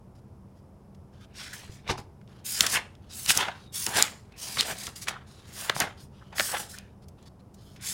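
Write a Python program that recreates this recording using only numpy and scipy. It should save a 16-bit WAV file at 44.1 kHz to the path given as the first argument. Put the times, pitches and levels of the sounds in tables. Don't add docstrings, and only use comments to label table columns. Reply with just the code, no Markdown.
import sys
import numpy as np
from scipy import signal
from scipy.fft import rfft, irfft
from scipy.io import wavfile
from scipy.ndimage import uniform_filter1d, map_coordinates

SR = 44100
rng = np.random.default_rng(int(sys.argv[2]) if len(sys.argv) > 2 else 0)


def unload_audio(sound):
    columns = np.transpose(np.atleast_2d(sound))
    steps = np.round(np.clip(columns, -1, 1) * 32767)
    wavfile.write(sys.argv[1], SR, steps.astype(np.int16))


N = 349713
TIME_S = np.arange(N) / SR
CONTROL_S = np.arange(0, N / SR + .01, .002)

# freq_hz, gain_db
ROOM_TONE = [(15, -25), (50, -4), (85, -1.5), (125, -1), (160, -9), (200, -4.5), (250, -11.5), (600, -17.5),
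             (1000, -22.5), (1800, -37), (4200, -46), (5200, -42.5), (6600, -48.5), (11000, -44.5),
             (16000, -52.5)]
# freq_hz, width_hz, gain_db
RUMBLE_PEAKS = [(87.6, 12, 5.5), (138, 18, 5), (194, 5, 8.5), (385, 39, 3.5)]
# freq_hz, t60_s
ROOM_DECAY = [(150, 0.79), (1000, 0.38), (4000, 0.33), (9000, 0.34), (16000, 0.18)]
# freq_hz, width_hz, gain_db
MIC_PORT = [(5220, 530, 1.5), (6700, 900, 2.5), (10950, 600, 1.5), (11910, 1000, -6.5), (15200, 1200, -1)]
# freq_hz, gain_db, t60_s
DESK_MODES = [(60.6, -22, 0.25), (107, -2, 0.081), (135.6, -11.5, 0.51), (209, 3.5, .03),
              (315, -3.5, 0.064), (373, -2.5, 0.16), (420, -15, 0.15), (797, -8.5, 0.11), (942, -7, 0.11)]
# start_s, level_db, cutoff_hz
KNOCKS = [(1.696, -25, 75), (1.896, -31, 150), (1.909, -27.5, 1200), (1.993, -34, 130)]
# middle_s, length_s, level_db
PUFFS = [(1.903, .03, -37), (2.615, .03, -38), (2.645, .09, -44), (2.75, .12, -46), (3.3, .06, -40),
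         (3.375, .06, -38), (3.885, .06, -42), (3.965, .12, -42), (4.59, .08, -43), (4.72, .06, -45),
         (4.88, .04, -44), (5.7, .025, -42), (5.768, .02, -33), (5.82, .08, -39), (6.415, .025, -43)]
# start_s, nominal_length_s, level_db, rasp_hz
BRUSHES = [(.15, .05, -69, 5160), (.552, .047, -73, 5000), (1.119, .095, -68, 2980),
           (1.206, .05, -58, 3180), (2.28, .13, -63, 3080), (3.015, .1, -67, 2880), (3.53, .14, -62, 4300),
           (5.262, .26, -61, 4000), (5.97, .056, -57, 4530), (6.12, .2, -64, 2900),
           (7.021, .026, -64, 5000), (7.175, .073, -65.5, 3070), (7.255, .03, -57, 4620),
           (7.394, .018, -66, 3980), (7.555, 0.22, -64, 4740)]
# freq_hz, gain_db
BRUSH_COLOUR = [(500, -14.5), (1300, -0.5), (2200, -7.5), (3300, -4), (5300, -4.5), (8000, -12.5),
                (10500, -10), (16000, -23.5)]
# middle_s, length_s, level_db, centre_hz, width_hz
POCKETS = [(1.406, 0.062, -48, 1830, 1200), (1.475, .06, -49, 1750, 700), (1.54, .05, -44, 1700, 600),
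           (1.901, .035, -30, 1050, 350), (1.94, .06, -40, 880, 260), (2.55, .12, -40, 4950, 250),
           (2.755, 0.07, -31, 1700, 500), (2.76, 0.054, -26.5, 2650, 800), (3.485, 0.05, -33.5, 720, 330),
           (3.67, .18, -62, 3780, 160), (3.99, 0.091, -32.5, 760, 260), (4.35, .08, -61, 2550, 200),
           (4.599, 0.038, -22.5, 3970, 900), (4.69, 0.13, -43, 740, 450), (5.165, 0.04, -42, 1300, 503),
           (5.73, .06, -46, 1350, 302), (5.816, 0.043, -39, 880, 450), (6.224, .04, -53, 1280, 800),
           (6.402, 0.014, -29, 650, 300), (6.543, 0.034, -29.5, 780, 420), (6.745, .045, -47, 1630, 500),
           (7.68, .2, -67, 3250, 400)]
# time_s, level_db, centre_hz, decay_ms, relative_bandwidth
SNAPS = [(0.947, -58, 3000, 4, 2.5), (1.531, -39, 6000, 9, 2.5), (1.634, -45, 800, 3, 1),
         (1.877, -30, 2400, 1.8, .6), (1.9095, -25, 1300, 1.6, 2.5), (1.98, -29.5, 960, 0.79, 1.5),
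         (2.213, -54, 1800, 3.5, 1.5), (2.276, -53, 3400, 2, .4), (2.607, -4.5, 4300, 1.8, 1.7),
         (2.664, -17, 5230, 4.6, 1.5), (2.757, -19, 2200, 2.9, .9), (2.952, -49.5, 3300, 1.9, .8),
         (3.261, -22.5, 3400, 1.4, 1.3), (3.294, -15.5, 4440, 4.8, 1.1), (3.304, -11, 2500, 2.8, .9),
         (3.313, -16, 6500, 1.2, 1.5), (3.3738, -9.5, 7500, 1.58, 1.3), (3.404, -22.5, 2000, 7.7, 1.2),
         (3.481, -26, 1260, 7, 1), (3.8644, -16, 5330, 1.93, 1.5), (4.0246, .5, 6400, 0.55, .5),
         (4.321, -51, 2490, 4, 1), (4.5705, -23.5, 1500, 3.5, 1.4), (4.608, -10.5, 4300, 1.5, 1),
         (4.867, -27, 4780, 3.1, 1.1), (4.891, -39, 3970, 1.6, 1.1), (4.96, -44, 5260, 4, 1.3),
         (5.019, -40, 6000, 3.6, 1.1), (5.032, -37, 6000, 2, 1.1), (5.072, -29, 1980, 2.5, .6),
         (5.0835, -18.5, 1880, 2.35, 1.4), (5.092, -26, 2500, 1.5, 1.8), (5.6966, -9.5, 1560, 1.8, .8),
         (5.7645, -18, 1020, .8, 1.5), (5.8017, -13, 7060, 1.9, 1.2), (5.812, -23.5, 1690, 13.8, 1.1),
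         (6.324, -48, 1800, 8.5, 1.1), (6.382, -22, 2000, 2.5, 1.5), (6.3965, -12, 1970, 1.9, 1.6),
         (6.4063, -13, 2100, 1, 1.4), (6.567, -28.5, 2200, 4.1, 1.1), (6.778, -42, 2000, 2, .6),
         (6.7855, -32, 5700, 1.4, .8), (7.083, -50, 7000, 5, 1.5), (7.226, -55, 5500, 3, 1.5),
         (7.541, -53, 7000, 7, 1.3), (7.76, -49, 2900, 7, 1.2)]
# peak_s, level_db, rise_20db_s, fall_20db_s, tilt_db_per_octave
BENDS = [(1.401, -45, 0.07, .3, 11), (1.55, -50, .14, .27, 1), (1.901, -31, 0.034, .05, 0),
         (1.987, -42, .012, .04, -14.5), (2.644, -31.5, .12, 0.1131, 1.5), (2.772, -26.5, .06, .04, -2),
         (2.82, -50, 0.07, .13, -3), (3.299, -24.5, .03, 0.04, 14), (3.405, -25.5, .08, .12, -1),
         (3.871, -33, 0, .14, -6.5), (3.987, -23.5, 0.0745, .1, -.5), (4.506, -45.5, 0.18, 0.23, -1.5),
         (4.59, -32, 0.0372, .13, 2), (4.716, -35.5, 0.14, .06, -3), (4.813, -46.5, 0.1, 0.18, 0),
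         (4.88, -43, 0.03, .05, -7), (5.084, -35.5, 0.02, .11, -3), (5.7, -38, .2, .07, 0.5),
         (5.81, -25.5, 0.0325, .08, -4), (6.33, -46, .012, .08, -9), (6.399, -33, 0.0374, .08, -1),
         (6.549, -32, 0.1, 0.1035, -3), (6.79, -51, .08, .11, 4), (7.85, -46, 0.07, 0, 15)]
# freq_hz, gain_db
BEND_COLOUR = [(80, -18.5), (200, -7), (290, -13), (400, -5), (540, -7), (750, -1.5), (1100, -2.5),
               (1600, -0.5), (2600, -4.5), (3800, -7.5), (6000, -24), (14000, -38)]
# start_s, length_s, level_db, rise_s, fall_20db_s, tilt_db_per_octave
SLIDES = [(1.33, 0.086, -44.5, .06, .26, -6), (1.526, 0.018, -44, .008, .15, 2),
          (1.686, 0.062, -55, 0.037, .08, -2.5), (1.875, 0.036, -35, .025, 0.035, -9.5),
          (1.972, .014, -48, 0.0056, .045, -3), (2.44, .09, -33, .024, .1, 6), (2.5, .14, -33, .05, .08, 2),
          (2.655, .1, -27.5, .07, 0.0341, 1.5), (3.088, .04, -47, .025, .15, -6),
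          (3.1, .16, -37.5, .09, .08, 7), (3.271, .04, -18.5, 0.032, .03, 1.5),
          (3.327, 0.053, -32, .02, .08, -0.5), (3.718, .12, -32, .045, .2, 4.5),
          (3.927, 0.058, -24.5, 0.05, .095, 0.5), (4.357, .22, -38.5, 0.063, .1, 1),
          (4.565, .045, -29.5, 0.033, .05, -4), (4.628, .08, -36.5, 0.044, 0.08, 3.5),
          (4.756, .09, -39.5, 0.031, .09, -0.5), (4.953, 0.015, -43, .008, 0.11, 0.5),
          (5.009, 0.022, -38, 0.016, .025, -0.5), (5.074, 0.014, -33, .01, .028, -2),
          (5.258, .05, -61, .02, .3, -4), (5.46, .04, -56, .02, .1, 2), (5.5, .15, -38.5, .09, .09, 3.5),
          (5.742, .08, -37.5, .012, .05, 0), (5.992, .05, -57, .014, .04, 2),
          (6.341, .15, -32, 0.06, .16, 5), (6.56, 0.052, -37.5, 0.011, .06, 5),
          (6.678, .065, -45, 0.023, .055, 3), (7.59, .16, -67, .04, .05, 6),
          (7.803, .13, -32.5, 0.073, .1, 1.5)]
# freq_hz, gain_db
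SLIDE_COLOUR = [(200, -33.5), (700, -14), (1800, -6), (3200, -0.5), (5000, 3), (7000, 0), (9000, 1),
                (11000, -1.5), (12500, -3.7), (16000, -9)]


def amp(db):
    return 10 ** (np.asarray(db) / 20)


def unit_rms(x):
    return x / np.sqrt(np.mean(x ** 2) + 1e-20)


def lookup(table, hz):
    freq_hz, value = np.transpose(table)
    return np.interp(np.log(hz + 1), np.log(freq_hz + 1), value)


def peaks_db(resonances, hz):
    return sum(db / (1 + (2 * (hz - freq_hz) / width_hz) ** 2) for freq_hz, width_hz, db in resonances)


def add(mix, start_s, sound):
    part = mix[max(round(start_s * SR), 0):][:len(sound)]
    part += sound[:len(part)]


def filtered(x, gain, size):
    frames = dict(fs=SR, nperseg=size, noverlap=size * 3 // 4)
    hz, t, spectra = signal.stft(x, **frames)
    return signal.istft(spectra * gain(hz[:, None], t), **frames)[1][:len(x)]


def wander(rate_hz):
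    hz = np.fft.rfftfreq(N, 1 / SR)
    return unit_rms(irfft(rfft(rng.standard_normal(N)) / (1 + (hz / rate_hz) ** 4), N))


def background(level_db=-50.5):
    def colour(hz, t):
        return amp(lookup(ROOM_TONE, hz) + peaks_db(RUMBLE_PEAKS, hz))
    return amp(level_db) * unit_rms(filtered(rng.standard_normal(N), colour, size=4096))


def room_echo(x, wet_db=-21, gap_s=.0054, dull_hz=8000, echoes_per_s=3000):
    def decay(hz, t):
        return 1000 ** (-t / lookup(ROOM_DECAY, hz)) / np.hypot(1, hz / dull_hz)
    taps = rng.standard_normal(SR // 2) * (rng.random(SR // 2) < echoes_per_s / SR)
    taps *= np.arange(len(taps)) > gap_s * SR
    tail = filtered(taps, decay, size=256)
    return amp(wet_db) * signal.fftconvolve(x, tail / np.linalg.norm(tail))[:N]


def desk_knocks():
    out, t = np.zeros(N), np.arange(SR // 2) / SR
    for start_s, level_db, cutoff_hz in KNOCKS:
        for hz, gain_db, t60_s in DESK_MODES:
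            gain = amp(level_db + gain_db) / np.hypot(1, (hz / cutoff_hz) ** 2)
            add(out, start_s, gain * 1000 ** (-t / t60_s) * np.sin(2 * np.pi * hz * t))
    return out


def air_puffs(low_hz=62, high_hz=210):
    out, hz = np.zeros(N), np.fft.rfftfreq(SR // 2, 1 / SR) + 1
    band = 1 / np.hypot(1, (low_hz / hz) ** 2) / np.hypot(1, (hz / high_hz) ** 2)
    for middle_s, length_s, level_db in PUFFS:
        swell = np.hanning(round(length_s * SR))
        gust = irfft(rfft(rng.standard_normal(SR // 2)) * band)[:len(swell)]
        puff = unit_rms(gust * swell) * np.sqrt(np.mean(swell ** 2))
        add(out, middle_s - length_s / 2, amp(level_db) * puff)
    return out


def fibres(clicks_per_s, spread_db, click_share):
    sizes = amp(spread_db * np.minimum(rng.exponential(1, N), 4))
    clicks = sizes * rng.choice([-1, 1], N) * (rng.random(N) < clicks_per_s / SR)
    return np.sqrt(click_share) * unit_rms(clicks) + np.sqrt(1 - click_share) * rng.standard_normal(N)


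def ripples(hz, t, drift=.04, drift_hz=3):
    field = uniform_filter1d(rng.standard_normal((len(hz), len(t))), size=3, axis=0)
    field = uniform_filter1d(field, size=40, axis=1)
    stretch = np.exp(drift * np.interp(t, TIME_S, wander(drift_hz)))
    row, column = np.indices(field.shape)
    gliding = map_coordinates(field, [row * stretch, column], order=1, mode="mirror")
    return 2 * np.tanh(unit_rms(gliding) / 2)


def finger_brushes(rasp_db=7, rasp_width_hz=750, glide_octaves_per_s=.8, pivot_hz=4700, ripple_db=3):
    out = np.zeros(N)
    drive = fibres(clicks_per_s=1100, spread_db=3, click_share=.4) * amp(1.66 * wander(rate_hz=44))
    drive = filtered(drive, lambda hz, t: amp(ripple_db * ripples(hz, t)), size=512)
    for start_s, length_s, level_db, rasp_hz in BRUSHES:
        stroke = signal.windows.tukey(round(1.31 * length_s * SR), .5)
        db_per_octave = 4 * np.log2(rasp_hz / pivot_hz)

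        def colour(hz, t):
            tilt_db = db_per_octave * np.log2(np.maximum(hz, 1000) / pivot_hz)
            pitch_hz = rasp_hz * 2 ** (glide_octaves_per_s * (t - length_s / 2))
            peak_db = peaks_db([(pitch_hz, rasp_width_hz, rasp_db)], hz)
            return amp(lookup(BRUSH_COLOUR, hz) + tilt_db + peak_db)
        rub = filtered(drive[round(start_s * SR):][:SR // 2], colour, size=512)[:len(stroke)]
        add(out, start_s - length_s / 8, amp(level_db) * unit_rms(rub) * stroke[:len(rub)])
    return out


def air_pockets(glide_octaves_per_s=-.6):
    out, hz = np.zeros(N), np.fft.fftfreq(SR // 2, 1 / SR)
    for middle_s, length_s, level_db, centre_hz, width_hz in POCKETS:
        swell = np.hanning(round(length_s * SR))
        band = np.exp(-2 * (hz / width_hz) ** 2)
        flutter = np.fft.ifft(np.fft.fft(rng.standard_normal(SR // 2)) * band)[:len(swell)]
        pitch_hz = centre_hz * 2 ** (glide_octaves_per_s * (TIME_S[:len(swell)] - length_s / 2))
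        hollow = (flutter * np.exp(2j * np.pi * np.cumsum(pitch_hz) / SR)).real
        rustle = unit_rms(hollow * swell) * np.sqrt(np.mean(swell ** 2))
        add(out, middle_s - length_s / 2, amp(level_db) * rustle)
    return out


def slide_motion(speed_power=1.3, dulling_per_octave=.15):
    start_s, length_s, level_db, rise_s, fall_s, tilt = np.transpose(SLIDES)[:, :, None]
    age_s = CONTROL_S - start_s
    speed = np.clip(age_s / rise_s, 1e-6, 1)
    shape_db = 20 * (speed_power * np.log10(speed) - np.maximum(age_s - length_s, 0) / fall_s)
    return level_db + shape_db, tilt + dulling_per_octave * shape_db


def bend_motion():
    peak_s, level_db, rise_s, fall_s, tilt = np.transpose(BENDS)[:, :, None]
    shape_db = -20 * np.maximum((peak_s - CONTROL_S) / rise_s, (CONTROL_S - peak_s) / fall_s)
    return level_db + shape_db, tilt


def sheet(drive, motions, colour, pivot_hz, reach_octaves, ripple_db):
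    power = sum((amp(db) ** 2).sum(0) for db, _ in motions) + 1e-14
    db_per_octave = sum((amp(db) ** 2 * tilt).sum(0) for db, tilt in motions) / power
    level_db = np.interp(TIME_S, CONTROL_S, 10 * np.log10(power))

    def response(hz, t):
        octaves = np.clip(np.log2((hz + 1) / pivot_hz), -reach_octaves, reach_octaves)
        tilt_db = np.interp(t, CONTROL_S, db_per_octave) * octaves
        gain = amp(lookup(colour, hz) + tilt_db + ripple_db * ripples(hz, t))
        return gain / np.sqrt(np.mean(gain ** 2, 0))
    return filtered(drive, response, size=512) * amp(level_db)


def sliding_hiss(trim_db=-.38):
    pressure = amp(1.4 * wander(rate_hz=80))
    drive = fibres(clicks_per_s=2500, spread_db=2, click_share=.4) * pressure
    hiss = sheet(drive, [slide_motion()], SLIDE_COLOUR, pivot_hz=8000, reach_octaves=.83, ripple_db=3.2)
    return amp(trim_db) * hiss


def bending_crackle(trim_db=.38, drag_db=-22, drag_db_per_octave=4):
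    clicks = fibres(clicks_per_s=1500, spread_db=1.5, click_share=.35)
    clumps = amp(3.6 * np.tanh(wander(rate_hz=77)))
    drive = unit_rms(clicks * clumps)
    slide_db, _ = slide_motion()
    drag = (slide_db + drag_db, drag_db_per_octave)
    crackle = sheet(drive, [bend_motion(), drag], BEND_COLOUR, pivot_hz=1320, reach_octaves=.5,
                    ripple_db=3.5)
    return amp(trim_db) * crackle


def buckle_snaps(rise_ratio=.36, kick=1.8, body_gain=.07, body_hz=900, lag_s=.0012, lead_s=.01):
    out = np.zeros(N)
    t_ms = (np.arange(4096) / SR - lead_s) * 1000
    hz = np.fft.rfftfreq(len(t_ms), 1 / SR) + 1
    for time_s, level_db, centre_hz, decay_ms, bandwidth in SNAPS:
        age = t_ms / decay_ms - .5
        burst = rng.standard_normal(len(t_ms)) * np.exp(-np.maximum(age, -age / rise_ratio))
        burst[np.searchsorted(age, 0)] += kick
        fold = 1 / (1 + 1j * (hz / centre_hz - centre_hz / hz) / bandwidth)
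        fold /= 1 + .3 * centre_hz / (1j * hz)
        body = body_gain * bandwidth / (1 + 1j * (hz / body_hz - body_hz / hz))
        delay_s = lag_s * (np.sqrt(1000 / hz) - np.sqrt(1000 / centre_hz))
        dispersion = np.exp(-2j * np.pi * np.cumsum(delay_s) * SR / len(t_ms))
        low_pass = 1 / (1 + 1j * hz / (1.2 * centre_hz))
        crack = irfft(rfft(burst) * (fold + body) * dispersion * low_pass)
        duty = decay_ms / 2 / np.ptp(t_ms)
        add(out, time_s - lead_s, amp(level_db) * unit_rms(crack) * np.sqrt(duty))
    return out


def scene():
    paper = sliding_hiss() + bending_crackle() + buckle_snaps() + air_pockets() + finger_brushes()
    high_pass = signal.butter(N=2, Wn=110, btype="high", fs=SR, output="sos")
    near = signal.sosfilt(high_pass, paper) + desk_knocks() + air_puffs()
    return (near + room_echo(near) + background())[None]


def record(dry):
    heard = filtered(dry[0], lambda hz, t: amp(peaks_db(MIC_PORT, hz)), size=512)
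    low_pass = signal.firwin(511, cutoff=16200, window=("kaiser", 9), fs=SR)
    return signal.oaconvolve(np.clip(heard, -1, 1), low_pass, "same")[None]


dry = scene()
out = record(dry)
unload_audio(out)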